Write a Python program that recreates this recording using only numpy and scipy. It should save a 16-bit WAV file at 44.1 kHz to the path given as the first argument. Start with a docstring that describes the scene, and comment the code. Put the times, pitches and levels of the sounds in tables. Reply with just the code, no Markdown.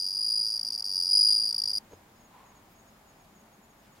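"""Cricket at a clay pot

A cricket trills close up at the mouth of a clay pot in a terrarium, then stops. Each wing stroke drags
a scraper over a file: one ringing syllable when pressed hard, two short ones when light.
A soft bump and a brushing sound follow, with faint high bird chirps over quiet room tone."""
import sys
import numpy as np
from scipy import signal
from scipy.fft import rfft, irfft
from scipy.io import wavfile
from scipy.ndimage import uniform_filter1d

SR = 44100
rng = np.random.default_rng(int(sys.argv[2]) if len(sys.argv) > 2 else 0)


def dump_mix(stems):
    """Bounce the given channels to the path in sys.argv[1] as a 16-bit WAV at rate SR."""
    frames = np.atleast_2d(stems).T  # one column per channel
    limited = np.clip(frames, -1, 1)  # hard clip at full scale
    pcm = np.round(limited * 32767).astype(np.int16)
    wavfile.write(sys.argv[1], SR, pcm)


N = 176400
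T = np.arange(N) / SR
FREQS = np.maximum(np.fft.rfftfreq(N, 1 / SR), 1)
SIDE = np.array([[1], [-1]])  # left plus, right minus

# room tone colour (frequency [Hz], relative level [dB])
ROOM_COLOUR = [(15, -39), (25, -2.5), (79, -2), (169, -1), (227, -1), (469, -8), (804, -4.5), (1170, -9.5),
               (1270, -10.5), (1380, -12), (2300, -16.5), (2770, -19), (5730, -24.5), (6210, -26),
               (6730, -19), (7300, -25.5), (8810, -27), (11800, -30.5), (15500, -26)]
# room tone fader (time [s], level [dB])
ROOM_LEVEL = [(0, -62), (.8, -59.5), (1.3, -59.5), (1.8, -58), (2.1, -59), (2.8, -59), (3.25, -59),
              (3.7, -60), (3.85, -59), (4, -59)]
# room tone stereo width (frequency [Hz], side minus mid [dB])
ROOM_WIDTH = [(40, -29.5), (150, -21.5), (350, -7.5), (700, -6), (1500, -1), (5000, -0.5), (10000, -1),
              (13000, -20)]
# faint whistling bands in the hiss (centre [Hz], width [Hz], level [dB])
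WHISTLE_BANDS = [(10080, 400, -84.5), (12100, 1500, -78.5)]
# small rustles (time [s], half-width [s], centre [Hz], bandwidth [Hz], level [dB])
RUSTLE_CUES = [(2.72, .018, 13300, 4000, -68), (3.247, .008, 3000, 6000, -69.5),
               (3.855, 0.024, 1790, 2510, -68), (3.972, 0.016, 2500, 5000, -66.5)]
# distant thin calls (time [s], level [dB])
FAR_CALLS = [(1.97, -76), (2.18, -76), (2.71, -77), (2.92, -77), (3.06, -83), (3.16, -79), (3.84, -78.5)]
# bird chirps (time [s], pitch [Hz], level [dB])
BIRD_CHIRPS = [(1.881, 6690, -73), (1.92, 6570, -63.5), (1.94, 6630, -61), (2.172, 6700, -68),
               (2.21, 6640, -63), (2.254, 6690, -60), (2.466, 6680, -65.5), (2.5, 6650, -63.5),
               (2.57, 6700, -61), (2.76, 6630, -65.5), (2.797, 6600, -62), (2.817, 6950, -67),
               (2.886, 6670, -62.5), (3.083, 6900, -65.5), (3.1, 6660, -63.5), (3.208, 6700, -64),
               (3.36, 6970, -65.5), (3.37, 6640, -65.5), (3.404, 6620, -66), (3.54, 6580, -64),
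               (3.64, 6940, -63.5), (3.706, 6690, -66), (3.8, 6580, -69.5), (3.93, 6820, -67.5)]
# brushing fader (time [s], level [dB])
BRUSH_LEVEL = [(2.26, -82), (2.34, -58), (2.41, -58), (2.47, -62.5), (2.58, -66.5), (2.7, -83)]
# brushing colour (frequency [Hz], relative level [dB])
BRUSH_EQ = [(300, -18), (700, -1), (1000, 7.5), (1400, -9), (2200, -9), (3600, -17), (8000, -32)]
# contacts within the bump (time [s], level [dB])
BUMP_HITS = [(1.912, -50), (1.921, -47.5), (1.93, -48), (1.9337, -46.5)]
# bump colour (frequency [Hz], relative level [dB])
BUMP_EQ = [(60, -6), (120, -9), (260, 5), (580, 3), (800, -6), (1500, -20), (4000, -22.5), (9000, -35)]
# low thuds (time [s], pitch [Hz], level [dB])
THUD_HITS = [(0.397, 156, -54.5), (1.029, 111, -58.5), (1.937, 92, -50)]
# wing beat (time [s], rate [strokes/s])
WING_BEAT = [(0.0, 46.91), (0.13, 47.86), (0.23, 54.01), (0.5, 54.6), (0.79, 54.23), (0.87, 49.89),
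             (1.02, 43.67), (1.19, 52.08), (1.4, 53.93), (1.55, 55.06), (1.63, 52.91), (1.79, 51.21)]
# trill dynamics (time [s], level [dB])
TRILL_LEVEL = [(0, -22), (.14, -22.5), (.22, -22), (.3, -20), (.38, -19.5), (.45, -21), (.57, -21.5),
               (.66, -23.5), (.8, -23.5), (.9, -23.5), (.97, -18.5), (1.06, -18.5), (1.09, -19),
               (1.13, -13.5), (1.21, -11.5), (1.32, -14), (1.4, -18), (1.5, -19.5), (1.79, -20.5)]
# wing pressure (time [s], pressure [0 = two short syllables, 1 = one long one])
WING_PRESSURE = [(.13, 0.24), (.16, 0.76), (.23, 1), (.36, 0.94), (.42, 0.92), (.46, 0.21), (.56, 0.48),
                 (.59, 0.19), (.9, 0), (.94, 0.08), (1.03, 0.25), (1.06, .1), (1.11, 0.78), (1.33, 0.85),
                 (1.47, .7), (1.5, 0.39)]
# shape of a light stroke (phase [0-1], amplitude [0-1], tooth rate [Hz])
LIGHT_STROKE = [(0, 0, 5100), (.045, .72, 4930), (.12, 1, 4835), (.24, .55, 4740), (.35, 0, 4640),
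                (.47, 0, 5080), (.53, .75, 4930), (.59, .92, 4835), (.66, .55, 4750), (.73, 0, 4660)]
# shape of a pressed stroke (phase [0-1], amplitude [0-1], tooth rate [Hz])
PRESSED_STROKE = [(0, 0, 5000), (.07, .72, 4890), (.17, 1, 4820), (.32, .72, 4780), (.46, .85, 4905),
                  (.57, .92, 4890), (.69, .66, 4790), (.79, 0, 4720)]
# spells when the scraper misses the first half of the stroke (start [s], end [s])
EARLY_MISSES = [(.811, .85)]
# spells when it misses the second half (start [s], end [s])
LATE_MISSES = [(.572, .646), (.682, .72), (.757, .776), (1.506, 1.578), (1.598, 1.673), (1.711, 1.729)]
# tooth rate drift, sharpest near the top of the swell (time [s], offset [Hz])
TOOTH_DRIFT = [(0, 11), (.3, 6.5), (1.0, 2.5), (1.14, 32.5), (1.18, 76.5), (1.22, 30), (1.3, 4),
               (1.4, -19.5), (1.55, 7)]
# wing resonances rung by the rasp (centre [Hz], width [Hz], relative level [dB])
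WING_MODES = [(4600, 300, -26), (5390, 490, -31.5), (6343, 440, -39), (8935, 800, -39.5), (9965, 530, -38),
              (12320, 739, -39.5), (13150, 1000, -43.5), (14280, 250, -47.5), (15050, 560, -47)]


def amp(db):
    """Decibels to gain."""
    return 10 ** (np.asarray(db) / 20)


def curve(rows, at=T, column=1):
    """Straight lines through a column of a table."""
    rows = np.array(rows, float)
    return np.interp(at, rows[:, 0], rows[:, column])


def colour(rows):
    """EQ curve through (frequency [Hz], level [dB]) points."""
    rows = np.array(rows, float)
    return amp(np.interp(np.log(FREQS), np.log(rows[:, 0]), rows[:, 1]))


def resonance(hz, width_hz):
    """Steep-sided response of a resonance."""
    return 1 / (1 + 1j * (FREQS / hz - hz / FREQS) * hz / width_hz / np.sqrt(2)) ** 2


def through(x, gain):
    """Filter a sound by a frequency response."""
    return irfft(rfft(x) * gain, N)


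def noise(gain):
    """Noise of rms 1 with the given spectrum."""
    x = through(rng.standard_normal(N), gain)
    return x / x.std()


def wobble(hz):
    """Random wavering up to a given rate."""
    return noise(1 / (1 + (FREQS / hz) ** 4))


def swell(at, half_width_s):
    """A bell-shaped rise and fall around a moment."""
    return np.exp(-.5 * ((T - at) / half_width_s) ** 2)


def within(spans):
    """A gate, open during the listed spells."""
    return np.any([(T > a) & (T < b) for a, b in spans], axis=0)


def echoes(x, t60_s):
    """Dense reflections that die away."""
    t = T[:SR // 2]
    tail = rng.standard_normal(len(t)) * np.exp(-np.log(1000) * t / t60_s) * (t > .001)
    return signal.fftconvolve(x, tail / np.linalg.norm(tail))[:N]


def room_tone():
    """A quiet bed of air, wider in the treble, with a thin hiss and a low drone."""
    mid = noise(colour(ROOM_COLOUR))
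    side = through(noise(colour(ROOM_COLOUR)), colour(ROOM_WIDTH))
    hiss = sum(amp(db) * noise(resonance(hz, width)) for hz, width, db in WHISTLE_BANDS)
    drone = amp(-71) * noise(resonance(hz=218, width_hz=25))
    return amp(curve(ROOM_LEVEL)) * (mid + side * SIDE) + hiss + drone


def rustles():
    """Brief, faint puffs of band noise."""
    return sum(amp(db) * swell(at, half_width) * noise(resonance(hz, band))
               for at, half_width, hz, band, db in RUSTLE_CUES)


def birds(fall_hz_per_s=7500):
    """Thin falling chirps with a short reverb, and fainter, lower calls from far off."""
    chirps = 0
    for at, hz, db in BIRD_CHIRPS:
        t = T - at
        sweep = np.sin(2 * np.pi * (hz - fall_hz_per_s * t / 2) * t)
        chirps += amp(db) * swell(at, half_width_s=.0095) * sweep
    call_level = sum(amp(db) * swell(at, half_width_s=.04) for at, db in FAR_CALLS)
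    calls = call_level * noise(resonance(hz=5090, width_hz=220))
    reverb = amp(-11) * np.array([echoes(chirps, t60_s=.24) for _ in range(2)])
    return chirps + calls + reverb


def brush(stereo_width=.38):
    """A soft brushing sound that swells and fades."""
    level = amp(curve(BRUSH_LEVEL)) * within([(BRUSH_LEVEL[0][0], BRUSH_LEVEL[-1][0])])
    mid, side = (noise(colour(BRUSH_EQ)) for _ in range(2))
    return level * (mid + stereo_width * side * SIDE)


def bumps(hit_decay_s=.0063, thud_decay_s=.025):
    """A cluster of dull contacts; low thuds land there and twice under the trill."""
    hits = sum(amp(db) * (T > at) * np.exp(-np.abs(T - at) / hit_decay_s) for at, db in BUMP_HITS)
    out = hits * noise(colour(BUMP_EQ))
    for at, hz, db in THUD_HITS:
        t = np.maximum(T - at, 0)
        out += amp(db) * np.exp(-t / thud_decay_s) * np.sin(2 * np.pi * hz * t)
    return out


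def pot_and_room(song):
    """Tight reflections inside the clay pot and a faint tail from the room."""
    pot_mid = amp(-23) * echoes(song, t60_s=.07)
    pot_side = amp(-22) * echoes(song, t60_s=.035)
    room = amp(-43) * np.array([echoes(song, t60_s=.16) for _ in range(2)])
    return pot_mid + pot_side * SIDE + room


def file_rasp(scrape):
    """The rasp of the file rings the wing's resonances, each as a band of noise."""
    rasp = 0
    for hz, width, db in WING_MODES:
        band = through(scrape * rng.standard_normal(N), resonance(hz, width))
        rasp += amp(db) * np.sqrt(SR / 2 / width) * band
    return rasp


def wing_ring(tone, swing, pressure):
    """An upper wing mode follows the tone and rings on as the scraper lets go."""
    fall_rate = np.maximum(-np.gradient(swing) * SR, 0)
    release = fall_rate * (1 - pressure) * rng.standard_normal(N)
    return through(amp(-.5) * tone + amp(-53.5) * release, resonance(hz=5555, width_hz=300))


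def wing_tone(swing, tooth_hz, stroke, pressure, level_db):
    """File teeth drive the wing near its resonance: a fluttering tone with two overtones."""
    jitter_hz, main_hz, light_glide = 24, 4830, .64
    pitch_hz = tooth_hz + curve(TOOTH_DRIFT) + jitter_hz * wobble(hz=630)
    teeth = 2 * np.pi * (np.cumsum(pitch_hz) / SR + rng.random(N)[stroke])  # fresh phase each stroke
    # light strokes glide further in the second harmonic
    glide = 2 * np.pi * np.cumsum(light_glide * (1 - pressure) * (tooth_hz - main_hz)) / SR
    second = amp(-17) * np.sin(2 * (teeth + glide))
    third = amp(-46 + .7 * (level_db + 21)) * np.sin(3 * teeth)  # brighter when louder
    flutter = 1 + .04 * wobble(hz=300)
    return swing * flutter * (np.sin(teeth) + second + third)


def cricket():
    """Stroke by stroke, the scraper crosses the file and sets the wing singing and rasping."""
    start_phase, half_stroke = .03, .42
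    scatter_db, light_scatter_db = .5, .8
    rasp_db, light_rasp_db, grain_db, rasp_growth = -11.5, 3.5, 3.5, .43
    turn_floor, slide_share = .05, .31

    beats = np.cumsum(curve(WING_BEAT)) / SR + start_phase
    stroke, phase = beats.astype(int), beats % 1
    late = phase > half_stroke
    pressure = curve(WING_PRESSURE)
    contact, tooth_hz = ((1 - pressure) * curve(LIGHT_STROKE, phase, column)
                         + pressure * curve(PRESSED_STROKE, phase, column) for column in (1, 2))
    catches = ~np.where(late, within(LATE_MISSES), within(EARLY_MISSES))

    # each half stroke has its own strength; light ones vary more
    accent = rng.standard_normal(N)[2 * stroke + late]
    level_db = curve(TRILL_LEVEL) + accent * (scatter_db + light_scatter_db * (1 - pressure))
    force = amp(level_db) * (T < WING_BEAT[-1][0])
    swing = uniform_filter1d(force * contact * catches, size=30)
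    tone = wing_tone(swing, tooth_hz, stroke, pressure, level_db)
    ring = wing_ring(tone, swing, pressure)

    # the scraper still slides and hisses where it turns or misses the second half
    scrape = (force * np.maximum(contact, turn_floor)) ** rasp_growth
    scrape *= np.where(catches, 1, slide_share * late)
    scrape *= amp(rasp_db + light_rasp_db * (.5 - pressure) + grain_db * wobble(hz=500.4))
    rasp = file_rasp(scrape)
    dull_scuff = amp(-48.5) * scrape * noise(resonance(hz=3500, width_hz=1500))

    # the wing radiates little below its main resonance
    low_cut = signal.butter(12, 4406, "high", fs=SR, output="sos")
    return signal.sosfilt(low_cut, tone + ring + rasp) + dull_scuff


def scene(balance_db=.6):
    """The cricket and its reflections over the background, all panned a touch left."""
    song = cricket()
    mix = song + pot_and_room(song) + birds() + bumps() + brush() + rustles() + room_tone()
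    return mix * amp(SIDE * balance_db / 2)


def record(dry, top_hz=15800):
    """A steep high cut on the whole mix."""
    return signal.sosfilt(signal.ellip(10, .2, 80, top_hz, fs=SR, output="sos"), dry)


dry = scene()
out = record(dry)
dump_mix(out)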